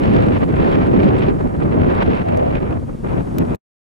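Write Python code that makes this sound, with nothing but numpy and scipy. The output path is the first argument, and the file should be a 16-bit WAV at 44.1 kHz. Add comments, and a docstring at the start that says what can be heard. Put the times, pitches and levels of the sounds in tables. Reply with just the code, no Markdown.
"""Strong gusty wind buffets the two microphone ports of a camera held at the foot of a wind turbine.
Turbulent noise in octave bands swells, slams, flutters and stalls; strong gusts turn brighter.
The timing between the ports changes during a lull. Opposed hollow roars and overload crackle join the wind,
the camera body ticks a few times in the hand as short noise bursts, and a faint noise hiss lies below.
Wind and hiss are switched off abruptly near the end."""
import sys
import numpy as np
from scipy import signal
from scipy.fft import rfft, irfft
from scipy.io import wavfile
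from scipy.ndimage import uniform_filter1d, minimum_filter1d

SR = 44100
rng = np.random.default_rng(int(sys.argv[2]) if len(sys.argv) > 2 else 0)


def to_wav(sig):
    """Store sig (one row per channel, or 1-D mono) as 16-bit WAV at the path in sys.argv[1].

    Samples outside -1..1 are clipped; the rate is SR.
    """
    pcm = np.clip(np.atleast_2d(sig), -1, 1) * 32767
    pcm = np.round(pcm).astype(np.int16)
    wavfile.write(sys.argv[1], SR, pcm.T)  # frames by channels


N = 176400
LEFT_RIGHT = np.array([[1], [-1]])  # opposite signs for the two channels

# gusts, before each band's share: [t/s, buffeting level/dB, treble level/dB]
GUSTS = [(0.0, -4, -1), (0.19, 4, 4), (0.3, 3, -1.5), (0.38, -2, 2), (0.47, -1.5, -5.5), (0.55, -2, -2.5),
         (0.66, 2.5, 1.5), (0.9, 0.5, -2), (1.05, 6.5, 1), (1.17, 1, -0.5), (1.29, 2, 1.5),
         (1.325, -3.5, -7), (1.56, -8.5, -12), (1.63, -4.5, -6.5), (1.8, 3.5, -2.5), (1.97, -3.5, 0.5),
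         (2.12, 0, 0), (2.21, -9, -3), (2.42, -7.5, -5), (2.56, -6.5, -3), (2.65, -10, -7.5),
         (2.73, -11.5, -7.5), (2.81, -13.5, -19), (2.9, -15.5, -19), (3.021, -21, -26.5),
         (3.062, -9.5, -7.5), (3.18, -1, -5), (3.25, -12.5, -14.5), (3.34, -12, -14.5), (3.401, -2.5, -4),
         (3.48, -8.5, -9.5), (3.54, -7, -3.5)]


def undb(db):
    """Decibels to gain."""
    return 10 ** (np.asarray(db) / 20)


def at_hz(hz, table, axis=1):
    """One column of a table read on a log-frequency axis."""
    table = np.array(table, float)
    return np.interp(np.log(np.maximum(hz, 1)), np.log(table[:, 0]), table[:, axis])


def noise_spectrum(table):
    """Random spectrum of a noise with this colour and rms 1."""
    gain = undb(at_hz(np.fft.rfftfreq(N, 1 / SR), table))
    return rfft(rng.standard_normal(N)) * gain / np.sqrt(np.mean(gain ** 2))


def noise(table):
    """Coloured noise, rms 1."""
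    return irfft(noise_spectrum(table), N)


def walk(hz):
    """Random levels held 1 / hz s and slewed twice; spread near 1."""
    hold = max(int(SR / hz), 2)
    levels = rng.standard_normal(N // 20)[:N // hold + 1]
    steps = np.repeat(levels, hold)
    return np.sqrt(2) * uniform_filter1d(uniform_filter1d(steps, hold), hold)[:N]


def wind(t):
    """Turbulence at the ports in octave bands: gusts swell and stall, eddies slam and flutter, the treble tears."""
    wind_db = -12.5  # base level, moved by the gusts
    rumble_hz, buffet_hz, treble_hz, edge_hz = 70.4, 224, 1750, 3900
    rumble_share, edge_share = 0.34, 2.1  # how far the deepest rumble and the top edge follow the gusts
    flutter_db, flutter_hz = 0.68, 95.1  # shared by all bands
    lull_flutter = .07  # extra dB of flutter per dB that the gust drops: lulls break up into puffs
    tear_db, tear_hz = 1.5, 262.9  # fast tearing of the treble
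    flicker_hz = 41.91
    # each band also throbs alone, deepest in the bass: [f/Hz, depth/dB]
    flicker_depth = [(60, 2), (280, 1.45), (1000, 0.58)]
    turn_s, turn_length_s, turn_pan_db = 2.87, 0.55, 2.5  # after the turn the balance leans left

    f = np.fft.rfftfreq(N, 1 / SR)
    before, after = (irfft(spectra, N) for spectra in port_pressures(f))
    turned = np.clip((t - turn_s) / turn_length_s + .5, 0, 1)
    after = after * undb(LEFT_RIGHT * turn_pan_db / 2)
    pressure = rfft(np.sqrt(1 - turned) * before + np.sqrt(turned) * after)

    times, buffet_db, treble_db = np.array(GUSTS).T
    buffet = np.interp(t, times, buffet_db)
    treble = np.interp(t, times, treble_db)
    flutter = (flutter_db + lull_flutter * np.maximum(-buffet, 0)) * walk(flutter_hz)
    tear = tear_db * walk(tear_hz)

    centres = 40 * 2. ** np.arange(9)
    octave = np.log2(np.clip(f, centres[0], centres[-1]))
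    out = 0
    for hz in centres:
        overlap = np.maximum(1 - abs(octave - np.log2(hz)), 0)  # triangular bands that sum to 1
        band = irfft(pressure * overlap, N)
        high = at_hz(hz, [(buffet_hz, 0), (treble_hz, 1)])
        follows = at_hz(hz, [(rumble_hz, rumble_share), (buffet_hz, 1), (treble_hz, 1), (edge_hz, edge_share)])
        gust = (1 - high) * buffet + high * (treble + tear)
        flicker = at_hz(hz, flicker_depth) * walk(flicker_hz)
        db = follows * gust + flutter + flicker
        out = out + band * undb(db + slam_db(t, hz) + stall_db(t, hz))
    return undb(wind_db) * close_ports(out)


def port_pressures(f):
    """Spectra of the turbulence at both ports before and after the turn: shared eddies, phase-shifted, plus own."""
    # colour of the wind pressure at the ports: [f/Hz, relative level/dB per Hz]
    pressure_colour = [(11, -64.5), (30, -47), (60, -44.5), (97, -40.5), (110, -41), (128, -39), (190, -37),
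                       (330, -38), (550, -45.5), (900, -51.5), (1600, -61.5), (2500, -67), (4000, -82.5),
                       (7000, -104.1), (16000, -127.1)]
    # how the ports differ:
    # [f/Hz, likeness 0-1, left minus right/dB, left lead before the turn/rad, left lead after it/rad]
    port_contrast = [(35, 0.9, 2, .05, 0.7), (68, 0.7, 5.5, .4, 1.1), (94, 0.91, 5, 0.65, 0.9),
                     (168, 0.67, 2, 1.62, 1.1), (305, 0.79, -5, 2.2, -2.5), (490, 0.69, -1.3, 2.42, -2.5),
                     (912, 0.81, -0.6, 3.23, -2.5), (2140, 0.46, -2.3, 3.53, -3.5),
                     (3040, 0, -1.5, 4.26, 4.5), (5500, 0.7, -0.5, 7.3, -7)]

    shared, left, right = (noise_spectrum(pressure_colour) for _ in range(3))
    alike = np.clip(at_hz(f, port_contrast, axis=1), 0, 1)
    balance = undb(LEFT_RIGHT * at_hz(f, port_contrast, axis=2) / 2)
    balance = balance / np.sqrt(np.mean(balance ** 2, axis=0))
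    own = np.sqrt(1 - alike) * np.array([left, right])
    lead_before = at_hz(f, port_contrast, axis=3)
    lead_after = at_hz(f, port_contrast, axis=4)
    sides = []
    for eddies, lead in ((shared, lead_before), (noise_spectrum(pressure_colour), lead_after)):
        shifted = eddies * np.exp(.5j * LEFT_RIGHT * lead)
        sides.append(balance * (own + np.sqrt(alike) * shifted))
    return sides


def slam_db(t, hz):
    """Boost that the single eddies slamming into the ports give to the band around hz."""
    # single eddies: [t/s, time from peak to half boost/s, boost/dB, centre f/Hz, spread/octaves]
    slams = [ (.09, 0.044, 11, 90, 0.49), (0.257, 0.099, 3.5, 80, 0.25), (0.367, 0.0072, 4.5, 2000, 1.8),
             (.435, .008, 8, 1500, 3), (0.541, 0.004, 6, 700, 2.4), (.939, 0.005, 4, 900, 1.6),
             (0.56, 0.034, 8, 50, 0.76), (0.602, 0.027, 4.5, 111, 0.6), (1.225, 0.015, 7.5, 3460, 0.63),
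             (1.408, 0.007, 11, 1200, 1.6), (1.457, 0.013, 6, 600, 2), (1.554, 0.0066, 7.5, 2000, 1.4),
             (1.618, 0.014, 6.5, 3000, 1.8), (1.78, .04, 7, 50, 0.594), (1.948, 0.15, 4.5, 44.8, 0.59),
             (2.84, .06, 4.5, 95, .5), (3.408, .03, 3.5, 170.4, .7), (1.778, .004, 6, 700, 2),
             (1.819, .003, 8, 1500, 3), (1.265, .025, -1, 2200, 0.97), (1.96, 0.05, 3.5, 1120, 0.6),
             (2.087, 0.018, 8.5, 70, 1.2), (2.021, .014, 10.5, 2400, 1.7), (2.288, .008, 4, 1500, 1.5),
             (2.773, .004, 8, 1500, 2), (2.895, .005, 5.5, 1500, 1.5), (2.951, .004, 7, 700, 1.5),
             (3.047, .004, 7, 1200, 2), (3.249, .004, 6, 800, 2), (3.385, .003, 7, 2000, 1.2),
             (3.482, .004, 8, 2200, .8), ]
    db = 0
    for when, length, boost_db, centre_hz, spread in slams:
        reach = np.exp(-(np.log2(hz / centre_hz) / spread) ** 2 / 2)
        swell = np.maximum(1 - ((t - when) / length) ** 2 / 2, 0)
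        db = db + boost_db * reach * swell
    return db


def stall_db(t, hz):
    """Brief drop around hz whenever the flow lets go of the ports for an instant."""
    # stalls, before their reach: [t/s, Gaussian half length/s, depth/dB]
    stalls = [(0.395, .01, 11.5), (0.46, .014, 6.5), (1.39, 0.013, 5), (1.582, 0.0064, 6),
              (2.05, 0.015, 5.5), (2.25, 0.011, 5), (2.604, 0.011, 6), (2.853, 0.0085, 8)]
    # the rumble carries on: [f/Hz, share of the depth]
    stall_reach = [(60, 0.059), (150, 0.43), (400, 0.73)]
    depth = sum(db * np.exp(-((t - when) / length) ** 2 / 2) for when, length, db in stalls)
    return -at_hz(hz, stall_reach) * depth


def close_ports(x):
    """Narrows the deepest rumble: the ports sit close, so the longest waves press on both alike."""
    # [f/Hz, gain of the side signal/dB]
    side_bass = [(30, -7.5), (48, -7.5), (68, 0)]
    mid, side = (x[0] + x[1]) / 2, (x[0] - x[1]) / 2
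    gain = undb(at_hz(np.fft.rfftfreq(N, 1 / SR), side_bass))
    side = irfft(rfft(side) * gain, N)
    return np.array([mid + side, mid - side])


def roar(t):
    """Hollow swells and bumps as air skims across the ports, pushing one while it pulls the other."""
    # broad resonances: [t/s, Gaussian half length/s, level/dB, centre f/Hz]
    roars = [ (0.2, .07, -21, 490), (0.67, .05, -20.5, 790), (2.4, 0.08, -21.5, 480),
             (2.39, 0.11, -21, 620), (2.088, .0035, -2, 410), ]
    width_oct = 0.38
    f = np.maximum(np.fft.rfftfreq(N, 1 / SR), 1)
    air = rfft(rng.standard_normal(N))
    out = 0
    for when, length, db, hz in roars:
        resonance = 1 / (1 + (np.log2(f / hz) / width_oct) ** 2 / 2) ** 2
        hollow = irfft(air * resonance, N)
        swell = np.exp(-((t - when) / length) ** 2 / 2)
        out = out + hollow / np.std(hollow) * undb(db) * swell
    return out * LEFT_RIGHT


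def crackle(t):
    """Fine crackle of the microphones overloading: uneven random pops that grow with the treble of the gusts."""
    # colour of the pops: [f/Hz, relative level/dB per Hz]
    crackle_colour = [(800, -5.5), (2500, 5), (4300, -2), (6200, -19), (8000, -10), (10500, -21),
                      (12000, -29), (16000, -31.5)]
    crackle_db, pops_per_s, scatter_db = -54.5, 450, 11  # base level, mean rate, scatter of the pop sizes
    times, _, treble_db = np.array(GUSTS).T
    happens = rng.random(N) < pops_per_s / SR
    sign = rng.choice([-1, 1], N)
    size = undb(scatter_db * np.minimum(rng.exponential(size=N), 4))
    pan = rng.uniform(-.5, 0.37, N)  # positive is left
    pops = happens * sign * size * np.array([1 + pan, 1 - pan])
    colour = undb(at_hz(np.fft.rfftfreq(N, 1 / SR), crackle_colour))
    pops = irfft(rfft(pops) * colour, N)
    db = crackle_db + np.interp(t, times, treble_db) + slam_db(t, hz=3000) + stall_db(t, hz=3000)
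    return pops / np.std(pops) * undb(db)


def ticks(t, side=0.49):
    """Very short plastic ticks of the camera body: decaying noise bursts with a bright ring."""
    # handling ticks: [t/s, level/dB, decay/s, level of the ring before the tick level/dB]
    tick_list = [(2.3727, -40, 0.0014, -18), (3.3838, -29.5, 0.0021, 0), (3.549, -39, .0008, -4.5),
                 (3.556, -48, 0.0011, -6)]
    # colours of body and ring: [f/Hz, relative level/dB per Hz]
    body_colour = [(1000, -11.5), (2200, 4), (4500, 5.5), (6400, 7.5), (8000, 3), (10000, 2.5),
                   (16000, -12.5)]
    ring_colour = [(1000, -55), (10000, -22), (11800, -6), (12900, -9), (13900, -2), (15000, -14),
                   (16500, -11)]
    attack_s = 0.00053
    body, ring = (noise(c) + side * LEFT_RIGHT * noise(c) for c in (body_colour, ring_colour))
    out = 0
    for when, db, decay, ring_db in tick_list:
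        age = np.maximum(t - when, 0)
        rise = np.minimum(age / attack_s, 1)
        shape = rise * np.exp(-np.maximum(age - attack_s, 0) / decay)
        out = out + undb(db) * shape * (body + undb(ring_db) * ring)
    return out


def hiss(t):
    """Faint even noise, much alike on both sides."""
    # colour: [f/Hz, relative level/dB per Hz]
    hiss_colour = [(300, 0.5), (2000, 0), (4500, -8.5), (7000, -9.5), (10000, -10.5), (11500, -16),
                   (14000, -23), (16000, -30.5)]
    # drift of the level, which comes up late on: [t/s, level/dB]
    hiss_drift = [(0, 1.5), (1.45, 0), (1.8, -1), (2.6, -2), (2.95, 0), (3.25, 2.5), (3.55, 2.5)]
    hiss_db, side_share = -55.5, 0.37  # base level, gain of the side noise
    db = hiss_db + np.interp(t, *np.array(hiss_drift).T)
    return undb(db) * (noise(hiss_colour) + side_share * LEFT_RIGHT * noise(hiss_colour))


def gain_control(x, size=400):
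    """Turns both channels down while their peaks pass the threshold, which evens out the strongest gusts."""
    threshold_db, ratio, reaction_s = -7.5, 1.5, 0.00325
    peak = -minimum_filter1d(-abs(x).max(axis=0), size)  # highest peak within size samples
    keep = np.exp(-1 / (reaction_s * SR))
    held = signal.lfilter([1 - keep], [1, -keep], peak)
    return x * np.maximum(held / undb(threshold_db), 1) ** (1 / ratio - 1)


def scene():
    """Wind, roar, crackle and hiss up to the switch-off, after which the level drops and a faint tail dies away
    quickly, and the ticks."""
    off_s, off_fade_s = 3.548, 0.0028
    fade_end_db, fade_end_decay_s = -9, 0.0071  # level and decay of the faint tail after the drop
    t = np.arange(N) / SR
    since_off = np.maximum(t - off_s, 0)
    off = np.minimum(since_off / off_fade_s, 1)
    fade_end = undb(fade_end_db) * np.exp(-since_off / fade_end_decay_s)
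    on = 1 - off + off * fade_end
    return on * (wind(t) + roar(t) + crackle(t) + hiss(t)) + ticks(t)


def record(dry):
    """The camera holds down the strongest gusts, rounds off the peaks and cuts the top."""
    ceiling, top_hz = 1.5, 15800  # overload level with full scale 1, edge of the low-pass
    held = gain_control(dry)
    rounded = held / (1 + (held / ceiling) ** 4) ** (1 / 4)
    low_pass = signal.ellip(8, .2, 70, top_hz, fs=SR, output="sos")
    return signal.sosfilt(low_pass, rounded)


dry = scene()
out = record(dry)
to_wav(out)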